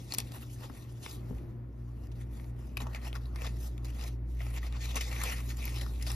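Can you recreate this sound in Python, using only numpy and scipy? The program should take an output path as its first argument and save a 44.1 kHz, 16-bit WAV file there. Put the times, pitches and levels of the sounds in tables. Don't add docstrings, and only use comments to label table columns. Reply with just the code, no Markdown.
import sys
import numpy as np
from scipy import signal
from scipy.fft import rfft, irfft, next_fast_len
from scipy.io import wavfile
from scipy.ndimage import uniform_filter1d, map_coordinates

SR = 44100
rng = np.random.default_rng(int(sys.argv[2]) if len(sys.argv) > 2 else 0)


def file_out(sig):
    cols = np.atleast_2d(sig).T
    lim = np.clip(cols, -1, 1)
    pcm = np.round(lim * 32767).astype(np.int16)
    wavfile.write(sys.argv[1], SR, pcm)


N = 271195

# (low edge [Hz], high edge [Hz], gain [dB])
PAPER_BANDS = [(334, 1470, -1), (1865, 2644, -1), (3140, 7100, 0), (7250, 20500, 2)]


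def amp(db):
    return 10 ** (np.asarray(db) / 20)


def unit(x):
    return x / np.sqrt(np.mean(x ** 2) + 1e-20)


def along(points, hz):
    point_hz, values = np.transpose(points)
    return np.interp(np.log(hz + 1), np.log(point_hz + 1), values)


def wobble(rate):
    knots = rng.standard_normal(int(N * rate / SR) + 4)
    return map_coordinates(knots, [np.arange(N) * rate / SR])


def filtered(x, response):
    size = next_fast_len(N + SR // 2)
    return irfft(rfft(x, size) * response(np.fft.rfftfreq(size, 1 / SR)), size)[..., :N]


def room_tone():
    # (frequency [Hz], relative level [dB])
    spectrum = [(25, -19), (45, -2), (62, 5), (85, -4), (103, 1.5), (150, -9), (200, -8.5), (355, -10),
                (400, -15.5), (1000, -29.5), (2200, -37.5), (3500, -48), (8000, -61.5), (15000, -46.5)]
    rush = filtered(rng.standard_normal((2, N)), lambda hz: amp(along(spectrum, hz)))
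    return amp(-48.5 + 1.5 * wobble(4.13)) * unit(rush)


def compressor_hum():
    # (multiple of the shaft rate, level [dB])
    orders = [(2, -51), (3, -74.5), (4, -60.5), (5, -62.5)]
    # (multiple of the buzz frequency, level [dB])
    harmonics = [(1, -46.5), (2, -81.5), (3, -69)]
    shaft_hz, buzz_hz = 58.435, 119.943
    in_phase_s, rise_s = 0.258, 1.285
    t = np.arange(N) / SR

    def tone(hz, db, sway_db):
        rms = amp(db + sway_db * wobble(2.77))
        return np.sqrt(2) * rms * np.cos(2 * np.pi * hz * (t - in_phase_s))

    swell_db = -35 - 36 * np.exp(-t / rise_s)
    shaft = tone(shaft_hz, swell_db, sway_db=0.5)
    shaft += sum(tone(k * shaft_hz, db, sway_db=1.67) for k, db in orders)
    return shaft + sum(tone(k * buzz_hz, db, sway_db=1.0) for k, db in harmonics)


def sliding():
    # (time [s], rub [dB], flap [dB re rub])
    contact = [(0.0, -64.5, -19), (0.27, -64, -6), (0.47, -65, -3), (0.78, -65.5, -0.5), (0.96, -70, 1.5),
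               (1.2, -68.5, 0.5), (1.35, -70.5, -2), (1.49, -79, -4), (1.6, -93, 25), (1.8, -79, 9),
               (2.0, -79.5, 2), (2.74, -87, 8), (2.83, -70.5, 15), (3.34, -72, 7.5), (3.5, -64, 2),
               (3.7, -71, -7), (3.82, -76, 12), (3.88, -76, 3), (4.13, -69.5, -11), (4.22, -102, 13),
               (4.3, -70.5, -20), (4.42, -70, -1), (4.79, -70, 7), (4.87, -63.5, 2), (5.42, -56.5, -9),
               (5.55, -63.5, 2.5), (5.85, -58, 3), (6.0, -64, -9)]
    # (start [s], length [s], rub at the end [dB],
    # swell on the way [dB], flap [dB re rub], cup [dB re rub], fizz [dB re rub])
    strokes = [(0.114, 0.019, -51.5, 1.5, -3.5, -2, -10), (0.184, 0.027, -52.5, -4, -7.5, -11, -5),
               (0.316, .05, -56.5, 7.5, 5, -1.5, 2), (0.414, .022, -59.5, 0.1, -0.5, -14, 4),
               (0.507, 0.037, -60.5, 3.5, -19, -12, 1.5), (0.631, 0.022, -59.5, 0.1, 5, -3, 1),
               (0.76, 0.043, -65.5, 1, 1.5, -8, 3.5), (1.034, 0.079, -56.5, -1.8, -5, -7, 0.7),
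               (1.122, 0.036, -61, -3.5, -7, -5, 4.5), (1.986, .07, -71.5, 4.5, 4, -1.5, 3),
               (2.161, 0.059, -65.5, 8, -3, 1.5, 1), (2.327, 0.18, -74.5, -6.5, 1, 0, 2.5),
               (2.595, 0.14, -76, -8, 3, -0.5, 0.5), (2.804, 0.028, -56.5, -1, 4, 0, -1),
               (2.952, 0.015, -58.5, 2, 3, 10.5, -3), (3.028, 0.054, -55.5, 4, -1, 3, -2),
               (3.155, 0.019, -61.5, -4, 3, 4, -1.5), (3.384, 0.089, -52.5, 5, 4, 2.5, -9),
               (3.613, 0.063, -55, 2.5, -6, -9, 2.5), (3.855, 0.049, -61.5, 4, -1.5, 1, 0.5),
               (3.946, 0.14, -55, 7.5, 0.9, -1.5, -4), (4.41, 0.096, -64, -1, 3, 6, 2.5),
               (4.542, 0.034, -55, 3, 1, 4.5, 1), (4.641, 0.032, -58.5, -0.5, 3, 4.5, -1.5),
               (4.737, 0.031, -56, 3.5, 1.2, 3.5, -15), (4.819, 0.039, -49, 0, -6, -0.5, -6),
               (4.865, 0.052, -49, 5, -4, -1, -7), (4.956, 0.022, -45.5, 5, 3.5, 0, -14),
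               (5.013, 0.076, -50.5, -3, -8, -6, -13), (5.115, 0.2174, -42.5, 10.5, -2, 3, -5),
               (5.353, 0.052, -53, 4.5, 1.5, 2.5, 0), (5.493, 0.022, -51.5, 0.5, -9, -2, 0.1),
               (5.59, 0.198, -55, -1, -16, 1, -1), (5.82, .016, -51, 0.1, -2, -9, -3.5),
               (6.019, 0.017, -55, 2.5, 0, 5, 0), (6.078, .075, -54, -8, -4, -6, -0.5)]
    attack_db_per_s, release_db_per_s = 504, 804
    t = np.arange(N) / SR
    times, *levels = np.transpose(contact)
    rub_db, flap_db = [np.interp(t, times, column) for column in levels]
    power = amp([rub_db + flap_db, rub_db - 5, rub_db, rub_db - 1]) ** 2
    for start, length, end_db, swell_db, flap_db, cup_db, fizz_db in strokes:
        span = slice(max(0, round((start - .15) * SR)), round((start + length + .15) * SR))
        age = t[span] - start
        early, late = np.maximum(-age, 0), np.maximum(age - length, 0)
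        to_go = np.clip(1 - age / length, 0, 1)
        level_db = end_db - swell_db * to_go - attack_db_per_s * early - release_db_per_s * late
        power[:, span] += amp(level_db + np.c_[[flap_db, cup_db, 0, fizz_db]]) ** 2
    return power


def slips(per_s, spread_db, life_s, steady):
    hits = rng.random(N) < per_s / SR
    sizes = hits * amp(spread_db * rng.exponential(1, N).clip(0, 4))
    bursts = signal.lfilter([1], [1, -np.exp(-1 / (life_s * SR))], sizes)
    return unit(steady + unit(bursts))


def bending_noise(depth_db):
    spectra = signal.stft(rng.standard_normal((2, N + 256)), nperseg=256)[2]
    colour = uniform_filter1d(rng.standard_normal(spectra.shape[1:]), size=3, axis=0)
    colour = uniform_filter1d(colour, size=14, axis=1)
    noise = signal.istft(spectra * amp(depth_db * unit(colour)), nperseg=256)[1]
    return unit(noise[:, :N])


def snaps():
    # (time [s], level [dB], pitch of the fold [Hz], flap [dB re level],
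    # crackle [dB re level], nominal t60 [s])
    creases = [(0.1221, -21, 4390, -16, -10, 0.0094), (0.138, -25.5, 7800, -13.5, -4.5, 0.0062),
               (0.1417, -32, 5600, -19, 1, 0.013), (0.1475, -25.5, 5270, -26, -2.5, 0.0076),
               (0.1841, -16, 7900, -20.5, -12.5, 0.018), (0.1895, -36, 2250, -5, -26, 0.029),
               (0.2018, -34.5, 5000, -30, 1, 0.014), (0.319, -47, 4700, -3, 0.5, 0.02),
               (0.426, -44.5, 2780, -8, -13, 0.031), (0.697, -47, 1110, 6.5, -15, 0.029),
               (1.062, -30.5, 2200, -0.5, -16.5, 0.02), (1.383, -55.5, 2400, -15, -5, .016),
               (2.0705, -58, 5000, -12, 0, .012), (2.116, -54.5, 900, -16, -2.5, .045),
               (2.398, -43, 2190, -6, -16, .014), (2.443, -48.5, 2190, -8, -10, .016),
               (2.7702, -25, 2530, -7.5, -12, 0.017), (2.7759, -35.5, 1560, 0, 0.5, 0.01),
               (2.802, -38, 3860, 1, -13, .054), (2.8176, -41.5, 1520, -7, -1, 0.025),
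               (2.8679, -41, 1110, 4, -10, 0.03), (2.9475, -29, 2330, -3.5, -11.5, 0.015),
               (2.9577, -38.5, 1330, -5, -11, 0.042), (3.0684, -37, 2930, -9, -17, 0.042),
               (3.077, -43, 2740, -12, -12, 0.032), (3.1296, -27, 3030, -18, -16, 0.0035),
               (3.1528, -34.5, 1420, -5, -8, 0.03), (3.1593, -31.5, 1530, -6, -18, 0.014),
               (3.166, -42, 1300, -16, -7, 0.014), (3.256, -47, 3950, -13, -11.5, .023),
               (3.3587, -41.5, 1120, -2, -2.5, 0.022), (3.419, -32.5, 2570, -1, -12, .015),
               (3.446, -32, 1220, -17, -10, 0.027), (3.466, -32, 3600, -21, -12, 0.028),
               (3.779, -46, 3570, -23, -6, 0.011), (3.8449, -44.5, 4540, -7, -5.5, 0.12),
               (3.8546, -48, 900, -6, -5, 0.011), (3.993, -43.5, 2430, -6, -9, .024),
               (4.0375, -40.5, 4940, -11, -3, 0.021), (4.0682, -48, 6700, -17, -5, .09),
               (4.4049, -34, 2130, -5, -26, 0.032), (4.4176, -39, 1520, -17, -11, 0.0088),
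               (4.465, -40, 2310, -8, -15.5, 0.045), (4.504, -45, 9150, -16, -8, .012),
               (4.5742, -37, 2080, -5, -14, 0.03), (4.5813, -37, 2220, -7.5, -12, 0.03),
               (4.63, -35.5, 1970, -16, -17, 0.029), (4.7252, -40.5, 3660, -4, -7, 0.007),
               (4.9448, -42.5, 2600, -12, -3, .012), (4.9562, -27.5, 6130, -10, -9, 0.057),
               (4.9646, -29.5, 2500, -9, -6, .073), (5.0073, -29, 2960, -15, -8.5, .095),
               (5.1118, -50, 2200, -16, -9, 0.076), (5.128, -29, 1910, -21, -10, .013),
               (5.1644, -30, 2340, -23, -24, .013), (5.1869, -46, 2500, -20, -19, .026),
               (5.202, -35, 2000, -19, -4.5, .014), (5.214, -31, 2340, -9, -5.5, 0.026),
               (5.2353, -26, 7500, -11, -4.5, 0.027), (5.3336, -44.5, 1930, 3, 1, 0.023),
               (5.5018, -39.5, 2210, -17, -6.5, 0.07), (5.569, -40, 7030, -18, -11, .038),
               (5.6412, -37.5, 2460, -26, -8.5, 0.025), (5.6538, -27.5, 11850, -32, -15, .017),
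               (5.678, -32, 2260, -9, -9, 0.024), (5.772, -40, 3200, -7, -13, .036),
               (5.811, -35, 3100, -15, -6.5, 0.046), (5.864, -38, 1300, -2.5, -7, .013),
               (6.012, -44.5, 3000, -11, -7, .025), (6.0243, -38, 5100, -23, -1.5, 0.025),
               (6.066, -35.5, 2200, -12, -4.5, 0.021), (6.103, -35.5, 2710, -10, -5.5, 0.041),
               (6.1172, -25, 7950, -12, -12, 0.0075)]
    cup_hz, fold_t60_s = 2040, 0.025
    power, cracks = np.zeros((2, len(PAPER_BANDS), N + SR))
    folds = np.zeros(N + SR)
    t = np.arange(SR // 8) / SR
    for start, db, hz, flap_db, crackle_db, t60 in creases:
        onset = round(start * SR)
        span = slice(onset, onset + len(t))
        octaves = np.log2(hz / cup_hz)
        cup_db = 3.5 - 7.5 * abs(octaves)
        fizz_db = -5 + 3.5 * octaves
        shares = amp([flap_db, crackle_db + cup_db, crackle_db, crackle_db + fizz_db])
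        attack = 1 - np.exp(-t / (0.016 * t60))
        envelope = attack * amp(db - 60 * t / np.clip(t60, .003, .1))
        power[:, span] += (shares[:, None] * envelope) ** 2
        cracks[:, onset] = shares * amp(db - 5.5) * min(1, 0.0087 / t60)
        folds[span] += envelope * amp(-60 * t / fold_t60_s) * np.sin(2 * np.pi * hz * t)
    return power[:, :N], cracks[:, :N], folds[:N]


def banknotes():
    flicker = amp(1.32 * np.array([wobble(30) for _ in PAPER_BANDS]))
    roughness = slips(per_s=200, spread_db=4.5, life_s=0.0037, steady=3.0) * flicker
    snap_power, cracks, folds = snaps()
    powers = sliding() * roughness ** 2 + snap_power
    noise = bending_noise(depth_db=3)
    sound = folds * [[1], [.5]]
    for (low_hz, high_hz, db), power, crack in zip(PAPER_BANDS, powers, cracks):
        band = signal.butter(3, [low_hz, min(high_hz, SR / 2.2)], "bandpass", fs=SR, output="sos")
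        makeup = np.sqrt(SR / 2 / (high_hz - low_hz))
        sound += amp(db) * makeup * signal.sosfilt(band, noise * np.sqrt(power) + makeup * crack)
    return sound


def desk_knocks():
    # (time [s], strength [dB])
    knocks = [(0.182, -37), (0.701, -41.5), (1.309, -30), (1.329, -41), (2.821, -36.5), (4.96, -36.5)]
    # (frequency [Hz], relative level [dB], t60 [s])
    modes = [(53.5, -1.5, 0.21), (191, -1.5, 0.061), (249, 3.5, 0.079), (403, 0.5, 0.037), (493, -27, 0.03),
             (820, -10.5, 0.025)]
    desk = np.zeros(N + SR)
    t = np.arange(SR // 4) / SR
    attack = 1 - np.exp(-t / 0.00074)
    for start, db in knocks:
        ring = sum(amp(mode_db + rng.normal(0, 2) - 60 * t / t60) * np.sin(2 * np.pi * hz * t)
                   for hz, mode_db, t60 in modes)
        desk[round(start * SR):][:len(t)] += amp(db - 4) * ring * attack
    return desk[:N]


def room_reverb(x):
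    # (frequency [Hz], t60 [s])
    decay = [(300, 0.14), (2000, 0.19), (10000, 0.053)]
    hz, t, spectra = signal.stft(rng.standard_normal((2, SR // 3)), SR, nperseg=256)
    fade = amp(-60 * t / along(decay, hz)[:, None])
    tail = signal.istft(spectra * fade, SR, nperseg=256)[1]
    return signal.fftconvolve(x, tail / np.linalg.norm(tail[0]), axes=1)[:, :N]


def stereo_widener(pair):
    # (frequency [Hz], phase lead of left [rad], left over right [dB], likeness [0-1])
    spread = [(0, 0, 0, 1), (60, .06, 0, .98), (130, .2, .6, .93), (170, 0, .5, .93), (230, .4, 6, .8),
              (340, .3, 0, .75), (430, .3, 2, .25), (1000, .1, 4, .45), (1450, 1, 3, .2),
              (1620, 2.6, 1, .6), (1760, 0, 0, .97), (2500, 1.2, 3, .87), (3400, 1.6, 5, .5),
              (4200, .4, 4, .65), (5000, 0, 5, .8), (6300, -1.1, 3, .88), (7500, -2.3, 1, .92),
              (8100, -3.14, 0, 1), (8600, -3.14, 0, 1), (10000, -4.7, 0, .82), (11400, -6.28, 0, 1),
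              (12400, -6.28, 0, 1), (13500, -7.8, 0, .65), (15000, -9.3, 0, .97), (15400, -9.42, 0, 1)]
    spread_hz, lead, balance_db, likeness = np.transpose(spread)

    def width(hz):
        angle = np.arccos(np.clip(np.interp(hz, spread_hz, likeness), 0, 1)) / 2
        return np.array([np.cos(angle), np.sin(angle)])

    def placement(hz):
        gain = amp(np.interp(hz, spread_hz, balance_db) / 2)
        left = gain * np.exp(.5j * np.interp(hz, spread_hz, lead))
        return np.array([left, 1 / left])

    mid, side = filtered(pair, width)
    return filtered(np.array([mid + side, mid - side]), placement)


def scene():
    close = banknotes() + desk_knocks() * [[1], [.4]]
    far = amp(-14.5) * room_reverb(close) + room_tone() + compressor_hum() * [[1], [0]]
    return stereo_widener(close + far)


def record(dry):
    # (frequency [Hz], gain [dB])
    treble = [(6000, 0), (9500, 2.5), (11800, 0), (13000, -1.5), (15700, -6)]
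    limit_hz = 15750
    return filtered(dry, lambda hz: amp(along(treble, hz)) * (hz < limit_hz))


dry = scene()
out = record(dry)
file_out(out)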